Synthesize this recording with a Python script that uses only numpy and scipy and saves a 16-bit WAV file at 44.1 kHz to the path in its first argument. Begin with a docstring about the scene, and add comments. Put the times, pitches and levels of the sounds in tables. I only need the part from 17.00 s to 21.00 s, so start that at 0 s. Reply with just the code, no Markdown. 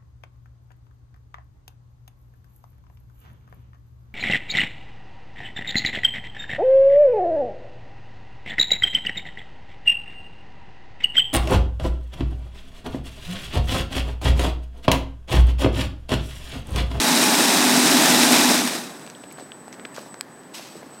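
"""A braiding machine clatters in a hard-floored factory hall: steel knocks, ringing parts and wavering gear tones.
At 1.5 s it is switched off; the turn slows, the last clacks stand apart, treble and tones die, the hall rings out.
Then the quiet hall as the microphone is carried past: patchy noise of far machinery, the beading sine of a motor
drive, plastic ticks (filtered edges), soft knocks (short decaying sines), scuffing shoes (gritty noise) and,
at 3.21 s, one hard plastic snap (decaying modes). Ticks, knocks and snap get a dull echo from the hall."""
import sys
import numpy as np
from scipy import signal
from scipy.fft import rfft, irfft
from scipy.io import wavfile

SR = 44100
rng = np.random.default_rng(int(sys.argv[2]) if len(sys.argv) > 2 else 0)


def store_pcm(level_fs):
    """Save levels as 16-bit WAV."""
    pcm = np.round(np.clip(level_fs, -1, 1) * 32767).astype(np.int16)
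    wavfile.write(sys.argv[1], SR, np.atleast_2d(pcm).T)


N = 176400


def from_db(db):
    """Decibels to gain."""
    return 10 ** (np.asarray(db) / 20)


def rms_one(x):
    """Scale to rms 1."""
    return x / np.sqrt(np.mean(x ** 2) + 1e-20)


def in_time(rows):
    """Columns of a curve table, one value a sample."""
    time_s, *columns = np.transpose(rows)
    return [np.interp(np.arange(N) / SR, time_s, column) for column in columns]


def drift(rate_hz):
    """Slow random signal, rms 1: white noise through two equal one-pole low-passes."""
    r = np.exp(-2 * np.pi * rate_hz / SR)
    slow = signal.lfilter([1], [1, -2 * r, r * r], rng.standard_normal(N + SR))
    return rms_one(slow[SR:])  # skip the filter's start


def colour(x, spectrum, peaks=()):
    """Give a white sound a spectrum and resonant peaks; rms 1 for rms 1."""
    hz = np.maximum(np.fft.rfftfreq(N, 1 / SR), 1)
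    at_hz, at_db = np.transpose(spectrum)
    db = np.interp(np.log(hz), np.log(at_hz), at_db)
    for peak_hz, width_hz, lift_db, *_ in peaks:
        db = db + lift_db / (1 + (2 * (hz - peak_hz) / width_hz) ** 2)
    return irfft(rfft(x) * rms_one(from_db(db)), N)


def band(x, low_hz, high_hz):
    """Band-pass."""
    return signal.sosfilt(signal.butter(2, [low_hz, high_hz], "band", fs=SR, output="sos"), x)


def high_pass(x, order, hz):
    """High-pass."""
    return signal.sosfilt(signal.butter(order, hz, "high", fs=SR, output="sos"), x)


def grains(per_s, spread_db):
    """Random clicks of uneven size and sign; rms 1."""
    sizes = from_db(spread_db * np.minimum(rng.exponential(1, N), 5)) * rng.choice([-1, 1], N)
    return rms_one(sizes * (rng.random(N) < per_s / SR))


def ring(clicks, hz, width_hz):
    """Clicks set one two-pole resonance ringing; rms 1."""
    r = np.exp(-np.pi * width_hz / SR)
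    rung = signal.lfilter([1], [1, -2 * r * np.cos(2 * np.pi * hz / SR), r * r], clicks)
    return rms_one(band(rung, hz / 2, min(2 * hz, 16000)))


def place(starts_s, shapes):
    """Lay short sounds out in time."""
    out = np.zeros(N + SR)
    for start_s, shape in zip(starts_s, shapes):
        start = int(start_s * SR)
        out[start:start + len(shape)] += shape
    return out[:N]


def steel_knocks(turn_rad, speed):
    """A wash of steel knocks, the nearest ringing singly, bunched as gears hand carriers on; dulls in the run-down."""
    # resonances of carriers and gears: (frequency [Hz], width [Hz], lift of the wash [dB], ring level [dB])
    steel = [(663, 130, 3, -19), (1820, 330, 0.5, -28), (2490, 340, 2.5, -18.5), (3500, 220, 0, -17.5),
             (3877, 260, 6, -21.5), (4860, 170, 2, -35), (5410, 730, 2.5, -19), (6200, 400, -0.4, -20.5),
             (8080, 500, 1, -19.5), (8800, 550, 0, -18)]
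    # wash spectrum: (frequency [Hz], relative density [dB per Hz])
    clatter = [(25, -67), (60, -75), (100, -62), (150, -14), (210, -11), (250, -3.5), (320, -8), (530, -17),
               (830, -11.5), (1140, -15.5), (1800, -15), (2200, -18), (3200, -19), (4400, -18.5),
               (7000, -20), (9300, -21), (10200, -24), (13900, -28), (15900, -34.5)]
    # carriers handed from gear to gear: (times a turn, depth [0-1], phase [rad])
    handovers = [(2.0, 0.05, 0.16), (4.0, 0.03, 0.46), (8.0, 0.04, 0.47), (10.0, 0.07, 0.36),
                 (16.0, 0.03, 0.37)]
    # last separate clacks of the slowing carriers: (time [s], lift of the clatter [dB])
    last_clacks = [(1.547, -1.5), (1.593, -1), (1.674, 5.5), (1.752, 5), (1.822, -2)]
    knocks_per_s, knock_spread_db = 250, 4  # on each part
    clack_fade_s, flutter_db, dulling_db = 0.007, 0.77, -1.5

    wash = colour(rng.standard_normal(N), clatter, steel)
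    rings = sum(from_db(db) * ring(grains(knocks_per_s, knock_spread_db), hz, width_hz)
                for hz, width_hz, lift_db, db in steel)
    bunching = np.exp(sum(depth * np.cos(k * turn_rad + phase) for k, depth, phase in handovers))
    fade = np.exp(-np.arange(SR // 10) / SR / clack_fade_s)
    clack_db = place([s for s, db in last_clacks], [db * fade for s, db in last_clacks])
    struck = (wash + rings) * bunching * from_db(clack_db) * from_db(flutter_db * drift(22))
    struck = high_pass(struck, 2, 90)
    return struck + high_pass(struck, 1, 3000) * (from_db(dulling_db * (1 - speed)) - 1)


def gear_tones(speed):
    """Sines with a still and a wavering part; they sag in pitch with the speed, the higher dying sooner."""
    # (frequency at full speed [Hz], level under the hum [dB], waver rate [Hz], still part against waver)
    tone_rows = [(204, -21.5, 3.5, 1.3), (247.6, -8, 7.9, 2.25), (282.3, -7.5, 13, 0.32),
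                 (308.7, -12.5, 11, 0.17), (851, -15.5, 4.4, 2.8), (955, -22, 5, 1.8), (1798, -26, 8, 1.2),
                 (2350, -30, 8, 1.2)]
    # swell of the tones above 500 Hz as the microphone moves: (time [s], level [dB])
    high_tones = [(0, 1), (.12, 4), (.3, 3.5), (.5, 0), (.62, -6), (.95, -13), (1.2, -3.5), (1.45, -5),
                  (1.6, -6)]
    pitch_sag, fade_hz = 0.05, 150  # sag: share of the pitch lost at standstill

    sagging_s = np.cumsum(1 - pitch_sag * (1 - speed)) / SR
    high_db, = in_time(high_tones)
    tones = np.zeros(N)
    for hz, db, waver_hz, still in tone_rows:
        gain = from_db(db + high_db * (hz > 500)) * speed ** (max(hz - 300, 0) / fade_hz)
        phasor = still * speed + drift(waver_hz) + 1j * drift(waver_hz)
        tones += gain * np.real(phasor * np.exp(2j * np.pi * hz * sagging_s))
    return band(tones, 120, 5000)


def braider():
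    """Horn gears turn steadily, then run down after switch-off; their turn drives knocks and gear tones."""
    # before trim: (time [s], clatter level [dB], hum level [dB])
    running = [(0.0, -21, -31), (.1, -19, -24.5), (.35, -19.5, -24), (.6, -19, -21), (.9, -17.5, -19.5),
               (1.2, -17.5, -19.5), (1.42, -17, -18.5), (1.55, -19, -24), (1.65, -25, -20), (1.7, -27, -32),
               (1.78, -31.5, -40), (1.92, -43, -53), (2.15, -56.5, -49)]
    turn_hz, switch_off_s, run_down_s, clatter_trim_db = 11.33, 1.5, 0.34, 1.5

    t = np.arange(N) / SR
    speed = np.exp(-(np.maximum(t - switch_off_s, 0) / run_down_s) ** 2)  # 1 = full speed
    turn_rad = 2 * np.pi * turn_hz * np.cumsum(speed) / SR
    clatter_db, hum_db = in_time(running)
    clatter = from_db(clatter_db + clatter_trim_db) * steel_knocks(turn_rad, speed)
    hum = from_db(hum_db) * gear_tones(speed)
    fade_out = np.clip((running[-1][0] + 0.25 - t) / 0.22, 0, 1)
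    return (clatter + hum) * fade_out


def snap():
    """A hard plastic snap close by: one click sets all modes of the part ringing."""
    # modes: (frequency [Hz], level against the snap [dB], fall to -60 dB [s])
    modes = [(1120, -13.5, .012), (1650, -6, 0.0066), (2400, 1.5, 0.0042), (3300, -5, 0.0081),
             (4270, -1.5, 0.0064), (4880, 3, 0.0064), (7860, 9, 0.0037), (11800, -5, .004),
             (14400, -16, .003)]
    snap_s, snap_db = 3.2101, -21.5
    t = np.arange(SR // 40) / SR
    rung = sum(from_db(snap_db + db - 60 * t / t60_s) * np.sin(2 * np.pi * hz * t)
               for hz, db, t60_s in modes)
    return band(place([snap_s], [rung]), 830, 13000)


def ticks():
    """Plastic ticks: a sharp edge and a short rattle in a band of its own, with a broad crack on the edge."""
    # (time [s], peak before the crack [dB], centre [Hz], width [octaves], rattle's fall by 30 dB [s])
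    tick_rows = [(1.996, -32, 5500, 1.6, .003), (2.065, -26, 2520, 3.8, .002),
                 (2.076, -25.5, 1500, 3.5, 0.003), (2.1005, -22.5, 3300, 2.7, 0.003),
                 (2.107, -36, 3500, 1.5, .003), (2.150, -33, 3330, .6, .003),
                 (2.237, -33.5, 2200, 1.2, 0.0023), (2.2405, -30, 2400, 2.2, 0.002),
                 (2.313, -35, 2500, 0.8, 0.002), (2.3245, -26, 8000, 1.6, .002),
                 (2.328, -32, 10000, 1, .002), (2.3745, -37, 2500, 1.3, .002),
                 (2.387, -28, 1150, 1.3, .003), (2.398, -32, 2500, 1.8, .004),
                 (2.408, -38, 3000, 1.5, .003), (2.519, -23.5, 2400, 1.5, 0.004),
                 (2.6812, -34, 1800, 3.5, 0.002), (2.686, -40, 10000, 1.1, .002),
                 (2.7276, -27, 4500, 1.1, 0.003), (2.7281, -32.5, 2000, 0.77, .003),
                 (2.742, -36, 1600, 1.8, .003), (2.797, -27, 1400, 2.3, 0.0025),
                 (2.8512, -20, 2300, 1.46, 0.004), (2.854, -26, 1800, 1.4, .002),
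                 (2.854, -28, 4000, 1.4, .002), (2.9637, -25, 4800, 1.9, 0.002),
                 (2.9655, -27, 1000, 2, .003), (2.974, -31, 3000, 2, .002),
                 (2.975, -29, 1360, 0.66, 0.0055), (2.9817, -27, 900, 1.2, 0.0037),
                 (2.993, -35, 1000, 1.5, .003), (3.013, -34, 9900, 1.2, .003),
                 (3.1427, -26.5, 1250, 1.8, 0.0047), (3.143, -30, 4800, 1.3, .002),
                 (3.435, -39.5, 4000, 1.5, .003), (3.831, -36, 1520, 1.5, 0.0034)]
    rattle_db, crack_db = -17, -11
    t = np.arange(600) / SR
    shapes = []
    for _, db, centre_hz, octaves, length_s in tick_rows:
        spread = 2 ** (octaves / 2)
        low_hz, high_hz = centre_hz / spread, min(centre_hz * spread, 16000)
        rattle = from_db(rattle_db - 30 * t / length_s) * rng.standard_normal(len(t))
        blow = (t == 0) + rattle
        body = band(band(blow, low_hz, high_hz), low_hz, high_hz)
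        crack = rms_one(band(blow, 2500, 9000)) / np.sqrt(len(t))  # energy 1
        shapes.append(from_db(db) * (body / np.abs(body).max() + from_db(crack_db) * crack))
    return place([row[0] for row in tick_rows], shapes)


def knocks():
    """A soft contact rings a few cycles at its own pitch, with no deep bass."""
    # before trim: (time [s], level [dB], pitch [Hz])
    knock_rows = [(2.238, -30, 587), (2.273, -43, 330), (2.383, -28.5, 650), (2.398, -30, 745),
                  (2.41, -30, 600), (2.424, -30.5, 272), (2.68, -27.5, 800), (2.794, -31, 400),
                  (2.853, -29, 450), (2.9812, -22.5, 555), (3.008, -33, 322), (3.032, -33, 700),
                  (3.062, -34, 700), (3.1425, -28.5, 650), (3.577, -34, 250), (3.595, -28.5, 663),
                  (3.754, -27.5, 420), (3.765, -33, 300), (3.829, -29.5, 524), (3.864, -32, 270)]
    cycles_to_60_db, trim_db = 5.9, 6.5
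    t = np.arange(2000) / SR
    rings = []
    for _, db, hz in knock_rows:
        fall = from_db(db + trim_db - 60 * t * hz / cycles_to_60_db)
        rise = np.minimum(2 * t * hz, 1)  # half a cycle
        rings.append(fall * rise * np.sin(2 * np.pi * hz * t))
    return band(place([row[0] for row in knock_rows], rings), 170, 4000)


def scuffs():
    """A sole drags: gritty noise that starts fast, holds and fades."""
    # (time [s], level [dB], attack [s], end of hold [s], fall by 60 dB [s])
    scuff_rows = [(2.3, -54, .004, 0.02, 0.3), (2.378, -53.5, .004, 0.024, 0.4),
                  (2.721, -48.5, .004, 0.014, 0.14), (2.941, -43.5, .004, 0.027, 0.44),
                  (3.013, -64, .004, 0.01, 0.5), (3.535, -36.5, .009, 0.024, 0.67),
                  (3.617, -63, .004, 0.027, 9), (3.93, -65, .004, .03, 6)]
    # (frequency [Hz], relative density [dB per Hz])
    spectrum = [(300, -26), (900, -1), (2000, -3), (2600, 2.5), (3300, -0.5), (4200, 1), (5500, 0.5),
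                (7000, -4), (9500, -8), (13000, -11), (15900, -18)]
    grains_per_s, grain_spread_db, uneven_db = 7000, 2, 1.5
    t = np.arange(SR) / SR
    shapes = [from_db(db - 60 * np.maximum(t - hold_s, 0) / fall_s) * np.minimum(t / attack_s, 1)
              for _, db, attack_s, hold_s, fall_s in scuff_rows]
    grit = colour(grains(grains_per_s, grain_spread_db), spectrum)
    return place([row[0] for row in scuff_rows], shapes) * grit * from_db(uneven_db * drift(23))


def echoes(x):
    """The hall answers near sounds with a dull dying wash: convolution with decaying noise."""
    echo_db, t60_s = -28, 0.37
    t = np.arange(SR // 2) / SR
    tail = band(rng.standard_normal(len(t)), 200, 5000) * from_db(-60 * t / t60_s) * (t > .004)
    return from_db(echo_db) * signal.fftconvolve(x, tail / np.sqrt(np.sum(tail ** 2)))[:N]


def whine():
    """The motor drive's switching tone, beading as direct sound and reflections drift in and out of step."""
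    # along the walk, before beading: (time [s], rms level [dB])
    whine_level = [(1.8, -66), (1.92, -54), (2.1, -53.5), (2.45, -49.5), (2.75, -54.5), (2.88, -50),
                   (2.98, -56), (3.12, -49.5), (3.21, -51), (3.26, -67), (3.36, -52), (3.49, -59.5),
                   (3.56, -50), (3.65, -62), (3.75, -50), (3.84, -63), (3.96, -48.5), (4.0, -51)]
    whine_hz, bead_hz, bead_depth = 8001, 13, 0.45
    t = np.arange(N) / SR
    beads = 1 + bead_depth * np.cos(2 * np.pi * bead_hz * t + 2.5 * drift(2.5))
    level_db, = in_time(whine_level)
    return np.sqrt(2) * from_db(level_db) * beads * np.sin(2 * np.pi * whine_hz * t)


def hall_floor():
    """Far machinery: coloured noise, patchy octave by octave."""
    # (frequency [Hz], relative density [dB per Hz])
    spectrum = [(30, -27), (60, -33), (90, -19), (130, -6), (240, -1), (450, -6.5), (850, -9),
                (1400, -14.5), (1750, -14), (2400, -23.5), (4000, -27.5), (7000, -31), (11000, -34),
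                (15900, -39)]
    # before trim: (time [s], level [dB])
    hall_level = [(1.9, -40), (2.2, -45), (2.45, -44), (2.6, -45), (2.9, -43.5), (3.3, -45.5), (3.7, -44.5),
                  (4.0, -44.5)]
    patchy_db, trim_db = 0.8, 0.5
    noise = colour(rng.standard_normal(N), spectrum)
    patches = np.zeros(N)
    for low_hz in 80 * 2. ** np.arange(8):
        octave = band(noise, low_hz, min(2 * low_hz, 19000))
        patches += octave * (from_db(patchy_db * drift(3.1)) - 1)
    level_db, = in_time(hall_level)
    return from_db(level_db + trim_db) * (noise + patches)


def scene():
    """One microphone feeds both channels."""
    near = ticks() + snap() + knocks()
    mono = braider() + near + echoes(near) + scuffs() + whine() + hall_floor()
    return np.array([mono, mono])


def record(dry):
    """A steep low-pass cuts the top."""
    cutoff_hz, ripple_db, stop_db = 15900, 0.5, 70
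    return signal.sosfilt(signal.ellip(14, ripple_db, stop_db, cutoff_hz, fs=SR, output="sos"), dry)


dry = scene()
out = record(dry)
store_pcm(out)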